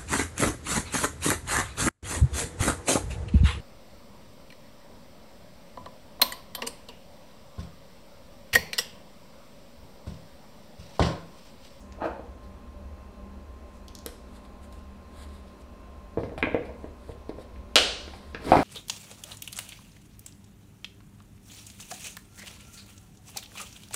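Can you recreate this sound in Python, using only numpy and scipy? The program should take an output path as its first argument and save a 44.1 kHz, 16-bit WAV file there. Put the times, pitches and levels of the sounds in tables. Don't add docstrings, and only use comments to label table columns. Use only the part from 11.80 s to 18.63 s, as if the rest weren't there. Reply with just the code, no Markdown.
import sys
import numpy as np
from scipy import signal
from scipy.fft import rfft, irfft
from scipy.io import wavfile
from scipy.ndimage import uniform_filter1d

SR = 44100
rng = np.random.default_rng(int(sys.argv[2]) if len(sys.argv) > 2 else 0)


def persist_wave(psi):
    counts = np.round(np.clip(psi, -1, 1) * 32767).astype(np.int16)
    wavfile.write(sys.argv[1], SR, np.atleast_2d(counts).T)


def ratio_of_db(decibels):
    return 10 ** (np.asarray(decibels, float) / 20)


N = 301242

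# f/Hz, level per Hz/dB
AIR_COLOUR = [(12, -46), (20, -8.5), (65, -1.5), (86, -12.5), (98, -13), (145, -20), (192, -14.5),
              (269, -14.5), (398, -18.5), (445, -18.5), (588, -17), (778, -24), (1060, -24), (1700, -32),
              (15700, -53), (15900, -80)]
# f/Hz, level/dB, width/Hz, steady share/0-1
FRIDGE_TONES = [(58, -52, 22, 0.5), (71.54, -51, 6, 0.04), (197.5, -56, 10.4, 0.64), (238.4, -61, 23, 0.39),
                (386, -67, 8.5, 0.1), (588, -63.5, 21, 0.52), (815, -70.5, 18, 0.7), (975, -72, 5.2, 0.47),
                (1050, -61.5, 11, 0.81), (2540, -79, 6, 1), (2680, -79.5, 2.4, 0.4), (4100, -79.5, 230, 0),
                (5760, -86, 28, 0.1)]
# peak t/s, rise/s, fall/s, level/dB, sizzle above 6 kHz against it/dB
FINGER_RUBS = [(0.004, 0.0071, 0.16, -72, 15), (0.632, .05, 0.13, -57, -3.5),
               (1.968, 0.2, 0.12, -76.5, 13.5), (2.048, .02, .05, -67, -10), (2.57, 0.18, 0.065, -52, -1),
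               (2.654, 0.039, 0.035, -52.5, -1.5), (2.842, 0.045, 0.056, -49.5, -0.5),
               (2.926, .025, 0.19, -56, 0.2), (3.37, 0.057, .25, -56, -2.5), (3.432, 0.2, 0.056, -47.5, -1),
               (3.552, 0.15, 0.17, -52.5, -2), (3.678, .025, .17, -57, -4), (3.816, 0.074, .02, -55, -.1)]
HAND_GRIPS = [(4.39, .02, 0.26, -53.5, -4), (4.435, .006, 0.051, -55, -8), (4.579, .004, 0.044, -39, -3),
              (6.37, .2, 0.048, -59, 2), (0.25, .04, 0.079, -58.5, -5), (4.856, 0.023, 0.071, -51, -3.5),
              (5.04, .3, 0.13, -65, 0), (5.312, .3, .07, -53.5, -1.2), (5.494, .014, 0.026, -46, -4.5),
              (5.624, 0.12, 0.042, -50, -3), (5.74, .06, 0.14, -61, -5), (6.2, 0.0066, 0.98, -49.5, -7.5),
              (6.518, 0.52, 0.029, -65.5, 5), (6.548, .02, 0.038, -53, -12), (6.66, 0.068, 0.33, -38.5, -3),
              (6.718, 0.041, 0.98, -39, -3)]
# f/Hz, level per Hz/dB
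SKIN_COLOUR = [(880, -5), (1500, -1.5), (2250, -1), (2460, -12.5), (2910, -6), (3550, 1), (4920, 4),
               (6180, 3), (8660, -2.5), (11400, -11.5), (12400, -17), (15200, -22), (15900, -63)]
# t/s, peak level/dB, centre f/Hz, level of the sharp top edge/dB
LABEL_TICKS = [(0.1226, -43, 4560, -73), (0.1225, -43, 2080, -80), (2.0818, -36, 4040, -44.5),
               (2.1514, -32.5, 4730, -37), (2.1879, -35.5, 4820, -43), (2.2618, -27.5, 3840, -21),
               (2.65, -50, 2790, -63), (2.926, -44, 3580, -50), (2.9923, -52, 3890, -69),
               (3.4894, -53, 4100, -61), (3.6794, -53, 3840, -65), (3.8194, -52, 3880, -65),
               (4.6037, -44, 3000, -46), (5.3177, -48, 2550, -68), (6.547, -32, 3130, -57),
               (6.756, -29, 3500, -55), (6.6408, -68, 4100, -64)]
# t/s, cavity peak level/dB, cavity f/Hz, wall level/dB, table thud level/dB
LID_NUDGES = [
    (0.185, -38, 640, -55, -60),
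    (0.218, -23, 740, -56, -55),
    (0.33, -33, 847, -59, -56),
    (0.394, -27.5, 482, -60, -41),
    (0.419, -40, 756, -66, -46),
    (0.451, -44, 503, -64, -61),
    (2.261, -27, 454, -35.5, -57),
]
LID_SEATING = [(4.373, -13.5, 423, -45.5, -58), (4.382, -18.5, 533, -47, -18), (4.433, -20, 438, -38, -53),
               (4.493, -42, 460, -46.5, -36), (4.519, -28, 428, -58, -50), (4.577, -24, 738, -32.5, -25),
               (4.626, -17, 443, -13, -36), (4.637, -19, 263, -51, -45), (4.67, -16.5, 510, -43, -27),
               (4.745, -9, 473, -27.5, -25), (4.893, -29.5, 610, -49, -36.5)]
LID_PRESSES = [(5.042, -24, 399, -49, -70), (5.292, -27, 454, -61, -28), (5.493, -20.5, 400, -43.5, -42),
               (5.584, -30, 473, -54, -34), (5.759, -42, 300, -47.5, -51), (6.278, -30, 422, -44, -49),
               (6.335, -34.5, 790, -43, -37.5), (6.546, -26.5, 453, -27.5, -31.5),
               (6.611, -52, 538, -50, -41), (6.689, -30, 364, -32, -30), (6.718, -0.5, 728, -20, -22),
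               (6.733, -8.5, 722, -27, -38), (6.754, -10.5, 876, -38, -37), (6.768, -6, 382, -21, -11.5),
               (6.789, -15.5, 283, -27.5, -21)]
RIM_SHARES = [-12, -6, -6]
# f/Hz, level/dB, time to fall 60 dB/s
WALL_MODES = [(1073, 8, 0.012), (1350, 15, 0.008), (1600, 17, 0.008), (1900, 16, 0.007), (2200, 14, 0.007),
              (2550, 8, 0.006), (2950, 4, 0.006)]
RIM_MODES = [(3160, 14.5, 0.022), (3540, 15.5, 0.0097), (4670, -10, 0.006), (5350, -13, 0.004),
             (8600, 3, 0.0079), (10500, 2, 0.004)]
# peak t/s, rise/s, fall/s, scrape level/dB, weight against scrape/dB
JAR_SLIDES = [
    (0.222, 0.03, 0.16, -26.5, -30),
    (0.26, 0.073, 0.051, -21.5, -6.5),
    (0.37, .04, .03, -60, -2),
    (6.62, 0.053, .4, -52, -17),
    (6.702, 0.11, 0.053, -34, 12),
    (6.724, 0.0039, 0.042, -8.5, -12),
    (6.768, 0.028, 0.14, -19.5, 0.5),
]
# f/Hz, width/Hz, level/dB
TABLE_MODES = [(510, 128, 0.5), (840, 44, -1.5), (899, 42, -5), (1440, 620, -5), (1930, 1650, -24.5),
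               (2460, 270, -18), (4100, 460, -25)]
# t/s, peak level/dB
LATCH_SNAP = (5.9570, 0.5)
# f/Hz, level per Hz/dB
LATCH_COLOUR = [(150, -19.5), (480, -3.5), (750, -7.5), (950, -16.5), (1400, -9), (1900, -14), (2950, -3),
                (3300, -4), (4400, -10), (5400, -11.5), (6100, -18.5), (7200, -16.5), (8600, -15),
                (16000, -44)]
# f/Hz, level/dB, time to fall 60 dB/s
LEVER_RINGS = [(4050, -11.5, 0.0058), (3000, -29, 0.028), (5950, -31.5, 0.084), (12100, -24, 0.006)]
# delay t/s, level/dB
FIRST_ECHOES = [(.0027, -12), (.0074, -5), (.0112, -11), (.0182, -12), (.0245, -14), (.0283, -11)]
# f/Hz, time to fall 60 dB/s
ROOM_TAIL = [(125, 0.46), (300, 0.55), (1000, .6), (3000, 0.57), (6000, 0.65), (9000, 0.47), (14000, 0.23)]


def evened(x):
    return x / np.sqrt(np.mean(x ** 2) + 1e-20)


def peaked(x):
    return x / np.max(abs(x))


def read(points, hz):
    f, value = np.transpose(points)
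    return np.interp(np.log(hz + 1), np.log(f + 1), value)


def add(mix, s, sound):
    part = mix[round(s * SR):][:len(sound)]
    part += sound[:len(part)]


def filtered(x, order, hz, kind="low"):
    return signal.sosfilt(signal.butter(order, hz, kind, fs=SR, output="sos"), x)


def coloured(x, points):
    gain = ratio_of_db(read(points, np.fft.rfftfreq(len(x), 1 / SR)))
    return irfft(rfft(x) * gain, len(x))


def resonate(x, hz, width):
    r = np.exp(-np.pi * width / SR)
    return signal.lfilter([1 - r, 0, r - 1], [1, -2 * r * np.cos(2 * np.pi * hz / SR), r * r], x)


def dying_sine(t, hz, db, t60):
    return ratio_of_db(db - 60 * t / t60) * np.sin(2 * np.pi * hz * t)


def ring(modes, detune, blow_s):
    t = np.arange(4000) / SR
    off = 1 + detune * rng.standard_normal(len(modes))
    body = sum(dying_sine(t, hz * k, db, t60) for (hz, db, t60), k in zip(modes, off))
    return peaked(body * (1 - np.exp(-t / blow_s)))


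def burst(t60):
    t = np.arange(1024) / SR
    noise = rfft(rng.standard_normal(1024) * ratio_of_db(-60 * t / t60))
    even = irfft(noise / abs(noise) ** 0.8)
    return even * ratio_of_db(-20 * t / t60)


def crack(lo_hz, hi_hz, t60):
    return peaked(filtered(burst(t60), 4, [lo_hz, hi_hz], "band"))


def grit(per_s, spread_db):
    size = ratio_of_db(spread_db * np.minimum(rng.exponential(1, N), 4))
    sign = rng.choice([-1., 1.], N)
    return size * sign * (rng.random(N) < per_s / SR)


def strokes(rows, swing):
    stroke_db = 30
    t, main, second = np.arange(N) / SR, np.zeros(N), np.zeros(N)
    for s, rise, fall, db, other_db in rows:
        away = np.maximum((s - t) / rise, (t - s) / fall)
        contact = np.clip(3 * (1.6 - away), 0, 1)
        drop_db = stroke_db * np.minimum(away, 2)
        main += ratio_of_db(db - drop_db) * contact
        second += ratio_of_db(db + other_db - swing * drop_db) * contact
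    return main, second


def air():
    frames, hz = N // 512 + 5, np.fft.rfftfreq(2048, 1 / SR)
    a, b, patches = rng.standard_normal((frames, 1025, 3)).T
    patches = evened(uniform_filter1d(uniform_filter1d(patches, 20, 0), 8, 1))
    patchy_db = 0.6
    z = (a + 1j * b) * ratio_of_db(read(AIR_COLOUR, hz)[:, None] + patchy_db * patches)
    noise = signal.istft(z, nperseg=2048, noverlap=1536)[1][:N]
    return ratio_of_db(-48) * evened(noise)


def refrigerator():
    t, out = np.arange(N) / SR, np.zeros(N)
    for hz, db, width, steady in FRIDGE_TONES:
        fuzz = evened(resonate(resonate(rng.standard_normal(N), hz, width), hz, width))
        sine = np.sin(2 * np.pi * (hz * t + rng.random()))
        out += ratio_of_db(db) * evened((1 - steady) * fuzz + steady * sine)
    return out


def fingers():
    rub = coloured(grit(per_s=5300, spread_db=2.5), SKIN_COLOUR)
    body = filtered(rub, 2, 6000)
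    sizzle = filtered(rub, 2, 6000, "high")
    low, high = strokes(FINGER_RUBS + HAND_GRIPS, swing=0.99)
    return ratio_of_db(-3.0) * (low * evened(body) + high * evened(sizzle))


def label():
    out = np.zeros(N)
    for s, db, hz, top_db in LABEL_TICKS:
        add(out, s, ratio_of_db(db) * crack(hz * 0.71, hz * 1.55, 0.016))
        add(out, s, ratio_of_db(top_db) * crack(7700, 13500, 0.0098))
    return out


def jar():
    out = np.zeros(N)
    thud = [(103.0, -5.0, 0.2), (149, 12.5, 0.034), (196, -18.5, 0.15)]  # f/Hz, level/dB, fall/s
    for rows, rim_share_db in zip((LID_NUDGES, LID_SEATING, LID_PRESSES), RIM_SHARES):
        for s, db, hz, wall_db, thud_db in rows:
            s, rim_db = s + 0.0008, wall_db + rim_share_db
            cavity = [(hz, 0, 0.024), (hz * 1.043, -5, 0.04), (hz * 1.383, -7, 0.016), (330, -5, 0.035),
                      (250, -11, 0.03), (610, -9, 0.02), (860, -13, 0.012)]
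            add(out, s, ratio_of_db(db) * ring(cavity, 0.046, 0.00069))
            add(out, s, ratio_of_db(wall_db) * ring(WALL_MODES, 0.06, 0.0018))
            add(out, s, ratio_of_db(wall_db - 1.5) * crack(900, 3000, 0.008))
            add(out, s, ratio_of_db(rim_db - 12.0) * ring(RIM_MODES, 0.0059, 0.00025))
            add(out, s, ratio_of_db(rim_db + 2.0) * crack(1600, 2470, 0.014))
            add(out, s, ratio_of_db(thud_db - 6.0) * ring(thud, 0.14, 0.0056))
    return out


def drag():
    slips = grit(per_s=4000, spread_db=2.5)
    top = np.zeros(N)
    for k, (hz, width, db) in enumerate(TABLE_MODES):
        top += (-1) ** k * ratio_of_db(db) * evened(resonate(slips, hz, width))
    deep = evened(resonate(slips, 344, 130))
    deep -= 0.47 * evened(resonate(slips, 209, 81))
    deep += 0.5 * evened(resonate(slips, 128, 52))
    scrape, weight = strokes(JAR_SLIDES, swing=0.7)
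    return ratio_of_db(-8.5) * (scrape * evened(top) + weight * evened(deep))


def causal(points):
    log_gain = np.log(ratio_of_db(read(points, abs(np.fft.fftfreq(4096, 1 / SR)))))
    return np.fft.ifft(np.exp(log_gain - 1j * signal.hilbert(log_gain).imag)).real[:1024]


def latch():
    hz = np.fft.rfftfreq(1024, 1 / SR)
    late_s = 0.0013 * np.exp(-hz / 6000)
    release = irfft(np.exp(-2j * np.pi * np.cumsum(late_s) * hz[1]))[:300]
    snap_s, snap_db = LATCH_SNAP
    out = np.zeros(N)
    add(out, snap_s, ratio_of_db(snap_db) * peaked(np.convolve(release, causal(LATCH_COLOUR))))
    t = np.arange(2000) / SR
    for f, db, t60 in LEVER_RINGS:
        add(out, snap_s, dying_sine(t, f, db, t60))
    return out


def kitchen(x, tail_db):
    taps = np.zeros(SR)
    at = np.arange(120, SR - 20, 12)
    taps[at + rng.integers(0, 12, len(at))] = rng.choice([-1., 1.], len(at))
    taps *= 1 - np.exp(-np.arange(SR) / SR / 0.00057)
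    hz, t, z = signal.stft(taps, SR, nperseg=256)
    fade = ratio_of_db(-60 * t / read(ROOM_TAIL, hz)[:, None])
    tail = signal.istft(z * fade, SR, nperseg=256)[1][:SR]
    answer = ratio_of_db(tail_db) * tail / np.linalg.norm(tail)
    for s, db in FIRST_ECHOES:
        scatter = crack(500, 8000, 0.0005 + 0.15 * s)
        add(answer, s, ratio_of_db(db) * scatter / np.linalg.norm(scatter))
    duller = filtered(x, 1, 8000)
    return signal.fftconvolve(duller, answer)[:N]


def scene():
    rubs, ticks, knocks, slide, snap = fingers(), label(), jar(), drag(), latch()
    direct = rubs + ticks + knocks + slide + snap
    sent = ratio_of_db(-9.5) * rubs + ratio_of_db(-8.0) * ticks + ratio_of_db(-7.0) * knocks + ratio_of_db(-8.0) * slide + snap
    return (direct + kitchen(sent, tail_db=2.0) + air() + refrigerator())[None]


def roll_off(x):
    return signal.sosfilt(signal.butter(12, 16810, fs=SR, output="sos"), x)


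def record(dry):
    limited = np.clip(dry, -1, 1)
    mix = filtered(limited, 8, 15900)
    return roll_off(mix)


dry = scene()
out = record(dry)
persist_wave(out)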